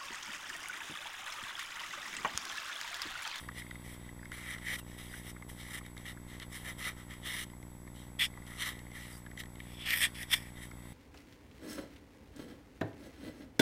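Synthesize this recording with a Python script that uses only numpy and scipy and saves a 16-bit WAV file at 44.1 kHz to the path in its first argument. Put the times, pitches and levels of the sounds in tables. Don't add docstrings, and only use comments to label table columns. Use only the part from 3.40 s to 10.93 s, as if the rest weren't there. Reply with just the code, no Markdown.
import sys
import numpy as np
from scipy import signal
from scipy.fft import rfft, irfft
from scipy.io import wavfile
from scipy.ndimage import uniform_filter1d

SR = 44100
rng = np.random.default_rng(int(sys.argv[2]) if len(sys.argv) > 2 else 0)


def dump_mix(stems):
    frames = np.atleast_2d(stems).T
    limited = np.clip(frames, -1, 1)
    pcm = np.round(limited * 32767).astype(np.int16)
    wavfile.write(sys.argv[1], SR, pcm)


N = 332073
T = np.arange(N) / SR

# frequency in Hz, relative density in dB.
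HISS_SPECTRUM = [(20, 17.5), (33, 4), (50, 3), (200, 8), (700, -8.5), (1100, -12.5), (2000, -3),
                 (3000, -20.5), (6500, -14), (9000, -21), (11000, -3.5), (12500, -14), (15000, -17)]
# frequency in Hz, rms level in dB.
CIRCUIT_TONES = [(46.9, -68), (53.1, -67), (11089.6, -74)]
# length in seconds; below, its jitter in seconds.
BURST_S = [0.0018, 0.00417, 0.0016]
BURST_JITTER_S = [0.00031, 0.000089, 0.00016]
# offset from its end in seconds, share of the mean load.
CLOSING_STEPS = [(-.0007, 0.26), (0, -0.55)]
# start in seconds, case peak in dB, ice ring in dB re case,
# ice ring in Hz, crack in dB re case.
BLOWS = [(.0114, -50, 3, 1170, -7), (.0333, -47, -4, 990, -13), (.0865, -36, 2, 1470, -6),
         (.1181, -46, -15, 1040, -4), (.2184, -38, -21, 1260, -14), (.2648, -41.5, -19, 837, -14),
         (.3092, -36, -8, 1610, -4), (.3534, -41.5, -13, 1490, -16), (.6898, -41.5, -19, 961, -9),
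         (.7916, -47, -17, 1020, -16), (.8274, -49, 6, 1650, -17), (.8535, -40, -8, 1540, -6),
         (.9168, -35.5, -1.5, 1460, -4), (.9393, -43, -21, 961, -18), (1.1564, -44, -3, 1450, -14),
         (1.1822, -41.5, -13, 1530, -11), (1.7364, -40, -1.5, 1530, -17), (1.9619, -49.5, 5, 1640, -15),
         (2.0223, -40.5, -4, 1130, -8), (2.0892, -50, 3, 980, -10), (2.262, -56, -9, 1070, 3),
         (2.2842, -47, -4, 1070, 0), (2.4099, -47.5, 1.5, 1090, -12), (2.4623, -45, -2, 1650, 3.5),
         (2.566, -45, -1, 1640, 0), (2.5774, -45.5, -30, 894, 7), (2.7711, -52.5, 6, 1490, -19),
         (2.9986, -43, -18, 1010, 7.5), (3.027, -47, -16, 1280, -1), (3.2395, -50, -15, 1340, -11),
         (3.4516, -33, -19, 1530, -9), (3.707, -41, -13, 1250, -6), (4.099, -50, -15, 960, 0),
         (4.1334, -50.5, 2, 958, -16), (4.2268, -46.5, -21, 823, -2), (4.4742, -47, -3, 1110, -7),
         (4.9377, -45, -20, 848, -14), (4.9724, -44.5, 1.5, 1060, -11), (5.02, -45, -15, 1040, -14),
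         (5.0654, -57, -20, 910, 12), (5.2085, -39, -21, 1370, -6), (5.3911, -50, -8, 980, 8.5),
         (5.4655, -43.5, -12, 1060, -16), (5.5149, -45.5, -11, 850, 0), (5.8626, -49, 7.5, 1610, 0),
         (5.9125, -43.5, -8, 1610, -6), (5.9743, -36.5, -11, 1630, -3), (6.0354, -42, -8, 1210, -1),
         (6.0564, -47, -17, 910, 0), (6.1554, -49, -6, 890, 4), (6.2018, -37.5, -16, 1200, -2),
         (6.5051, -29, -18, 1650, 6), (6.5296, -25, -12, 1670, -10), (6.6413, -22, -23, 1610, -4),
         (6.8294, -38, -17, 1510, 4), (6.9144, -40, -1, 1610, -2), (6.941, -33, -9, 1000, 11),
         (7.3118, -44, -0.5, 1630, -3)]
# start in seconds, length in seconds, pitch in Hz, rms level in dB.
EDGE_SQUEAKS = [(0.802, 0.068, 4900, -77), (1.395, 0.033, 2750, -66), (1.68, .05, 4900, -69),
                (4.1, .025, 4950, -71), (5.725, 0.05, 4760, -62)]
# time in seconds, mid ring in dB, low ring in dB re mid.
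GLIDE_LEVELS = [(0.0, -68, 4), (0.33, -65, 5), (0.88, -74, 9), (1.15, -67.5, 8), (1.4, -76, 3),
                (1.76, -65.5, 5), (1.93, -75, 7), (2.35, -71.5, 2), (2.93, -74, 11), (3.29, -69, 4),
                (4.32, -78, 5), (5.08, -71, 9.5), (5.2, -76, 5), (6.02, -80, 14.5), (6.33, -69, 1),
                (6.63, -65.5, 5.5), (7.26, -74, 9.5), (7.53, -65, 4)]
# time of full bite, rise, hold and fall in seconds, mid gain in dB,
# then body, low and top gain in dB re mid.
SCRAPES = [(.002, .01, .003, 0.035, -60, -15, 3, 1.5), (0.186, 0.061, .003, 0.061, -53, -10, 3, -5.5),
           (0.447, .015, 0.094, 0.038, -61.5, -15, 5.5, -1), (0.603, .05, 0.093, .025, -70, -13, 2, -10),
           (0.929, .02, 0.039, 0.088, -60, -3, 10, -2.5), (1.107, 0.16, 0.03, 0.036, -51, -5.5, 8, -6.5),
           (1.183, 0.0042, .003, 0.009, -53, -8, -5, -12), (1.286, 0.073, 0.07, 0.011, -47.5, -8, 9, -4),
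           (1.391, 0.033, 0.0024, 0.019, -54, -5, -2, 0), (1.484, 0.05, .07, .03, -64.5, -8, 5.5, -3),
           (1.586, 0.019, 0.027, 0.085, -55, -9, 2.5, -4.5), (1.76, 0.14, 0.027, 0.055, -59, -12, 7.5, 0),
           (1.874, 0.058, 0.022, .035, -57, -7, 3.5, -1), (2.095, 0.017, .003, .06, -58, -11, 2, 0.5),
           (2.197, 0.033, .003, 0.12, -54.5, -11, 4, -4.5), (2.33, 0.068, 0.056, 0.015, -52, -5.5, 5, -4),
           (2.462, 0.068, .003, 0.041, -65.5, -11, 11.5, -6), (2.6, 0.047, 0.023, 0.033, -65, -3, 6.5, -4),
           (2.66, 0.021, 0.032, 0.043, -50.5, -8, 1, -7.5), (2.9, 0.04, 0.053, .05, -60.5, -7, 6.5, -6),
           (3.024, 0.024, 0.0027, 0.024, -48.5, -6.5, 1, -14), (3.131, 0.025, .03, 0.072, -51, -6, 4, -3),
           (3.264, 0.044, 0.033, 0.048, -50, -3, 7.5, -4), (3.388, 0.02, 0.018, 0.06, -56.5, -2, 8, -1),
           (3.458, 0.057, 0.029, 0.039, -45, -3.5, 4, -5), (3.577, 0.024, 0.038, 0.038, -63, 3, 6.5, -5),
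           (3.72, 0.045, 0.0019, 0.067, -56.5, -1, 8, -6.5), (3.864, 0.042, .05, 0.13, -45, -7.5, 1.5, -9),
           (3.991, 0.12, 0.048, 0.0087, -51.5, -11, 2, -1.5),
           (4.564, 0.029, 0.053, .08, -60.5, -23, -2.5, -8),
           (4.795, .007, 0.043, .03, -35, -16.5, -0.5, -11.5),
           (4.849, 0.034, 0.0097, 0.019, -44.5, -17, -6, -11),
           (5.075, 0.016, 0.054, 0.17, -60.5, -4, 4.5, -3.5),
           (5.211, 0.031, 0.02, 0.033, -39, -10.5, 0, -9.5),
           (5.256, 0.035, .035, 0.031, -46.5, -7, -0.5, -6.5), (5.308, .05, .003, 0.15, -58.5, -2.5, 6, -6),
           (5.568, .065, 0.022, 0.24, -55.5, -5, 4, -5), (5.73, 0.092, 0.058, 0.027, -77, 9, -8, 12.5),
           (6, 0.03, .003, 0.024, -46.5, -9.5, 2, -5.5), (6.2, .06, 0.12, 0.097, -73, -12, 2, -6),
           (6.336, 0.17, 0.011, 0.024, -63, -16, -1, -9), (6.409, 0.062, 0.032, .04, -54, -12, -1, -12),
           (6.47, 0.02, .02, 0.054, -41, -11, -2.5, -10.5),
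           (6.511, 0.019, 0.029, 0.043, -35.5, -14.5, 2, -10.5),
           (6.579, 0.056, 0.039, .04, -44.5, -10.5, 6, 1.5),
           (6.627, 0.029, 0.027, 0.029, -34, -16.5, 2, -10),
           (6.75, 0.012, 0.015, 0.072, -51.5, -28, -7, -8.5),
           (6.827, 0.064, 0.0028, 0.02, -51.5, -9, 5.5, -0.5),
           (6.922, 0.034, 0.027, 0.065, -41, -15, -2, -4),
           (6.934, 0.015, 0.0075, 0.0078, -27.5, -17, -4.5, -12.5),
           (7.046, .05, 0.036, 0.055, -63.5, -18, 2, -5), (7.16, .015, 0.023, 0.025, -64, -8, 4, -7),
           (7.23, 0.04, .003, .06, -56, -10, 6, -2), (7.457, 0.074, 0.082, .05, -72.5, -15, 6, -6)]
# centre in Hz, width in Hz, relative gain in dB.
BODY_MODES = [(1280, 315, 6.5), (1030, 240, -2.5), (643, 610, -4)]
LOW_MODES = [(1745, 324, -3), (1977, 266, 6), (2283, 460, -5.5)]
MID_MODES = [(2780, 400, -6.5), (3208, 490, 0.5), (3734, 310, -0.5), (4180, 600, -8.5)]
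HIGH_MODES = [(5006, 310, -1), (5436, 280, -1.5), (5910, 290, 2), (6426, 320, -5), (7370, 620, -2)]
TOP_MODES = [(8450, 1300, -2), (9860, 1100, -0.5), (10850, 1200, -3.5), (12160, 860, -8.5),
             (13300, 830, -3.5), (14600, 700, -7)]
# start in seconds, end in seconds.
PUSH_OFFS = [(4.75, 4.95), (6.25, 7.1)]
# centre in Hz, width in Hz, relative gain in dB.
PUSH_BODY_MODES = [(1350, 690, 2.5), (656, 350, -4)]
PUSH_LOW_MODES = [(1898, 300, 1), (2352, 250, -1.9)]
PUSH_MID_MODES = [(2710, 1800, -2.5), (3437, 380, 5), (3920, 1100, -15.5)]
PUSH_HIGH_MODES = [(5260, 800, 8), (5950, 270, -3.5), (6840, 1400, -1)]
PUSH_TOP_MODES = [(8290, 1040, 0.5), (10150, 1600, -0.5), (11000, 960, -0.5), (13200, 4400, -4)]

GRAINS_PER_S, GRAIN_SCATTER_DB = 7000, 3.5


def undb(db):
    return 10 ** (np.asarray(db) / 20)


def at_rms(x, db):
    return x * undb(db) / np.sqrt(np.mean(x ** 2))


def unit_peak(x):
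    return x / np.abs(x).max()


def wander(rate_hz):
    hold = int(SR / rate_hz)
    return uniform_filter1d(np.repeat(rng.standard_normal(N // hold + 1), hold), hold)[:N]


def resonate(x, hz, width_hz):
    return signal.lfilter(*signal.iirpeak(hz, hz / width_hz, SR), x)


def ring(x, modes, wander_db=0):
    impulse = signal.unit_impulse(4096)
    out = response = 0
    for k, (hz, width_hz, db) in enumerate(modes):
        gain = (-1) ** k * undb(db)
        drive = x * undb(wander_db * wander(13)) if wander_db else x
        out += gain * resonate(resonate(drive, hz, width_hz), hz, width_hz)
        response += gain * resonate(resonate(impulse, hz, width_hz), hz, width_hz)
    return out / np.sqrt(np.sum(response ** 2))


def grains(per_s, scatter_db):
    occur, polarity, size = rng.random((3, N))
    excess = np.minimum(-np.log(1 - size), 4)
    return (occur < per_s / SR) * np.sign(polarity - .5) * undb(scatter_db * excess)


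def hiss(rms_db=-59.5):
    hz, db = np.transpose(HISS_SPECTRUM)
    bin_hz = np.maximum(np.fft.rfftfreq(N, 1 / SR), 1)
    shape = undb(np.interp(np.log(bin_hz), np.log(hz), db))
    return at_rms(irfft(rfft(rng.standard_normal(N)) * shape, N), rms_db)


def whine(scan_hz=7867.15, flip_hz=30.025, scan_db=-66.5):
    flip = np.tanh(30 * np.sin(2 * np.pi * flip_hz * T)) + 0.17
    scan = resonate(flip * np.sin(2 * np.pi * scan_hz * T), 8400, 700)
    tones = sum(np.sqrt(2) * undb(db) * np.sin(2 * np.pi * hz * T) for hz, db in CIRCUIT_TONES)
    return at_rms(scan, scan_db) + tones


def buzz(frame_hz=59.944, first_end_s=.0151, release_s=.00088, coupling_hz=68, rms_db=-49):
    frame = np.arange(int(N / SR * frame_hz) + 1)
    end_draw, start_draw, load_draw = rng.standard_normal((len(frame), 3)).T
    end_s = first_end_s + frame / frame_hz + .00005 * end_draw
    start_s = end_s - np.take(BURST_S, frame % 3) + np.take(BURST_JITTER_S, frame % 3) * start_draw
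    load = 1 + 0.13 * load_draw
    closing = [(end_s + offset_s, share) for offset_s, share in CLOSING_STEPS]
    remaining = load + sum(share for _, share in CLOSING_STEPS)
    steps = np.zeros(N + SR)
    for at_s, size in [(start_s, load), (end_s + release_s, -remaining)] + closing:
        np.add.at(steps, (at_s * SR).astype(int), size)
    current = np.cumsum(steps)[:N]
    leak = signal.lfilter(*signal.butter(1, coupling_hz, "high", fs=SR), current)
    leak = signal.lfilter(*signal.butter(1, 15, "high", fs=SR), leak)
    leak = signal.lfilter(*signal.butter(2, 1050, "low", fs=SR), leak)
    return at_rms(leak, rms_db)


def boot_stamp(start_s=3.478, db=-47, hz=250, decay_s=.012):
    t = np.maximum(T - start_s, 0)
    return undb(db) * np.sin(2 * np.pi * hz * t) * np.exp(-t / decay_s)


def knocks(mean_case_hz=2050, rise_s=.0008, crack_decay_s=.00091):
    out = np.zeros(N + SR)
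    t = np.arange(SR // 20) / SR
    for start_s, db, ice_db, ice_hz, crack_db in BLOWS:
        noise = rng.standard_normal(len(t))
        case_hz = mean_case_hz * (1 + .025 * noise[0])
        decay_s = .0028 * np.exp(.039 * ice_db)
        crunch = noise * (1 - np.exp(-t / rise_s)) * np.exp(-t / decay_s)
        case = ring(resonate(crunch, case_hz, 700), [(case_hz, 230, 0), (0.855 * case_hz, 300, -9)])
        ice = ring(resonate(crunch, ice_hz, 900), [(ice_hz, 400, 0), (0.75 * ice_hz, 350, -9)])
        snap = noise * np.exp(-t / crack_decay_s)
        crack = ring(snap, MID_MODES) + 0.47 * ring(snap, HIGH_MODES) + 0.48 * ring(snap, TOP_MODES)
        blow = unit_peak(case) + undb(ice_db) * unit_peak(ice) + undb(crack_db) * unit_peak(crack)
        i = int(start_s * SR)
        out[i:i + len(t)] += undb(db) * blow
    return out[:N]


def squeaks(ramp_s=.0016, width_hz=110):
    out = np.zeros(N)
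    for start_s, length_s, hz, db in EDGE_SQUEAKS:
        gate = np.clip(np.minimum(T - start_s, start_s + length_s - T) / ramp_s, 0, 1)
        out += undb(db) * gate * ring(rng.standard_normal(N), [(hz, width_hz, 0)])
    return out


def glide(chips_per_s=36):
    at_s, mid_db, low_db = np.transpose(GLIDE_LEVELS)
    low_gain, mid_gain, top_gain = (undb(np.interp(T, at_s, mid_db + db)) for db in (low_db, 0, 1))
    run = at_rms(grains(GRAINS_PER_S, GRAIN_SCATTER_DB), 0) * undb(1.8 * wander(30))
    chips = undb(9) * grains(chips_per_s, scatter_db=0.9)
    treble_modes = TOP_MODES + [(hz, width_hz, db - 9) for hz, width_hz, db in HIGH_MODES]
    low = ring((run + chips) * low_gain, LOW_MODES + [(1210, 2200, 0.5)])
    mid = ring((run + 0.1 * chips) * mid_gain, MID_MODES)
    top = ring((run + 0.12 * chips) * top_gain, treble_modes)
    return low + mid + top


def bite_gains(flank_db=20, flank_power=1.3):
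    gains = np.zeros((5, N))
    for bite_s, rise_s, hold_s, fall_s, mid_db, body_db, low_db, top_db in SCRAPES:
        span = slice(max(int((bite_s - 3 * rise_s) * SR), 0), int((bite_s + hold_s + 3 * fall_s) * SR))
        t = T[span] - bite_s
        flank = np.maximum(-t / rise_s, (t - hold_s) / fall_s)
        fade_db = flank_db * np.maximum(flank, 0) ** flank_power
        high_db = -4.5 + 0.77 * top_db
        band_db = mid_db + np.array([0, body_db, low_db, high_db, top_db])
        gains[:, span] += undb(band_db[:, None] - fade_db)
    return gains


def scrapes(chatter_db=1.53, chatter_hz=90):
    pushing = sum((T > start_s) & (T < end_s) for start_s, end_s in PUSH_OFFS)
    crush = at_rms(grains(GRAINS_PER_S, GRAIN_SCATTER_DB), 0)
    crush *= undb(chatter_db * wander(chatter_hz) + 0.28 * wander(30))
    parts = [(MID_MODES, PUSH_MID_MODES, -.3), (BODY_MODES, PUSH_BODY_MODES, -.3),
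             (LOW_MODES, PUSH_LOW_MODES, -.3), (HIGH_MODES, PUSH_HIGH_MODES, 1.5),
             (TOP_MODES, PUSH_TOP_MODES, 2.5)]
    out = np.zeros(N)
    for gain, (modes, push_modes, trim_db) in zip(bite_gains(), parts):
        signs = rng.choice([-1., 1.], N)
        shake = crush * signs * gain * undb(trim_db + 0.9 * wander(45))
        out += ring(shake * (1 - pushing), modes, wander_db=1.8)
        out += ring(shake * pushing, push_modes, wander_db=3.1)
    return out


def scene():
    skating = scrapes() + glide() + squeaks() + knocks() + boot_stamp()
    return (skating + buzz() + whine() + hiss())[None]


def record(dry, mic_hz=15250, cutoff_hz=15600):
    mic = signal.sosfilt(signal.ellip(6, .3, 30, mic_hz, fs=SR, output="sos"), dry)
    return signal.sosfilt(signal.ellip(14, .2, 70, cutoff_hz, fs=SR, output="sos"), mic)


dry = scene()
out = record(dry)
dump_mix(out)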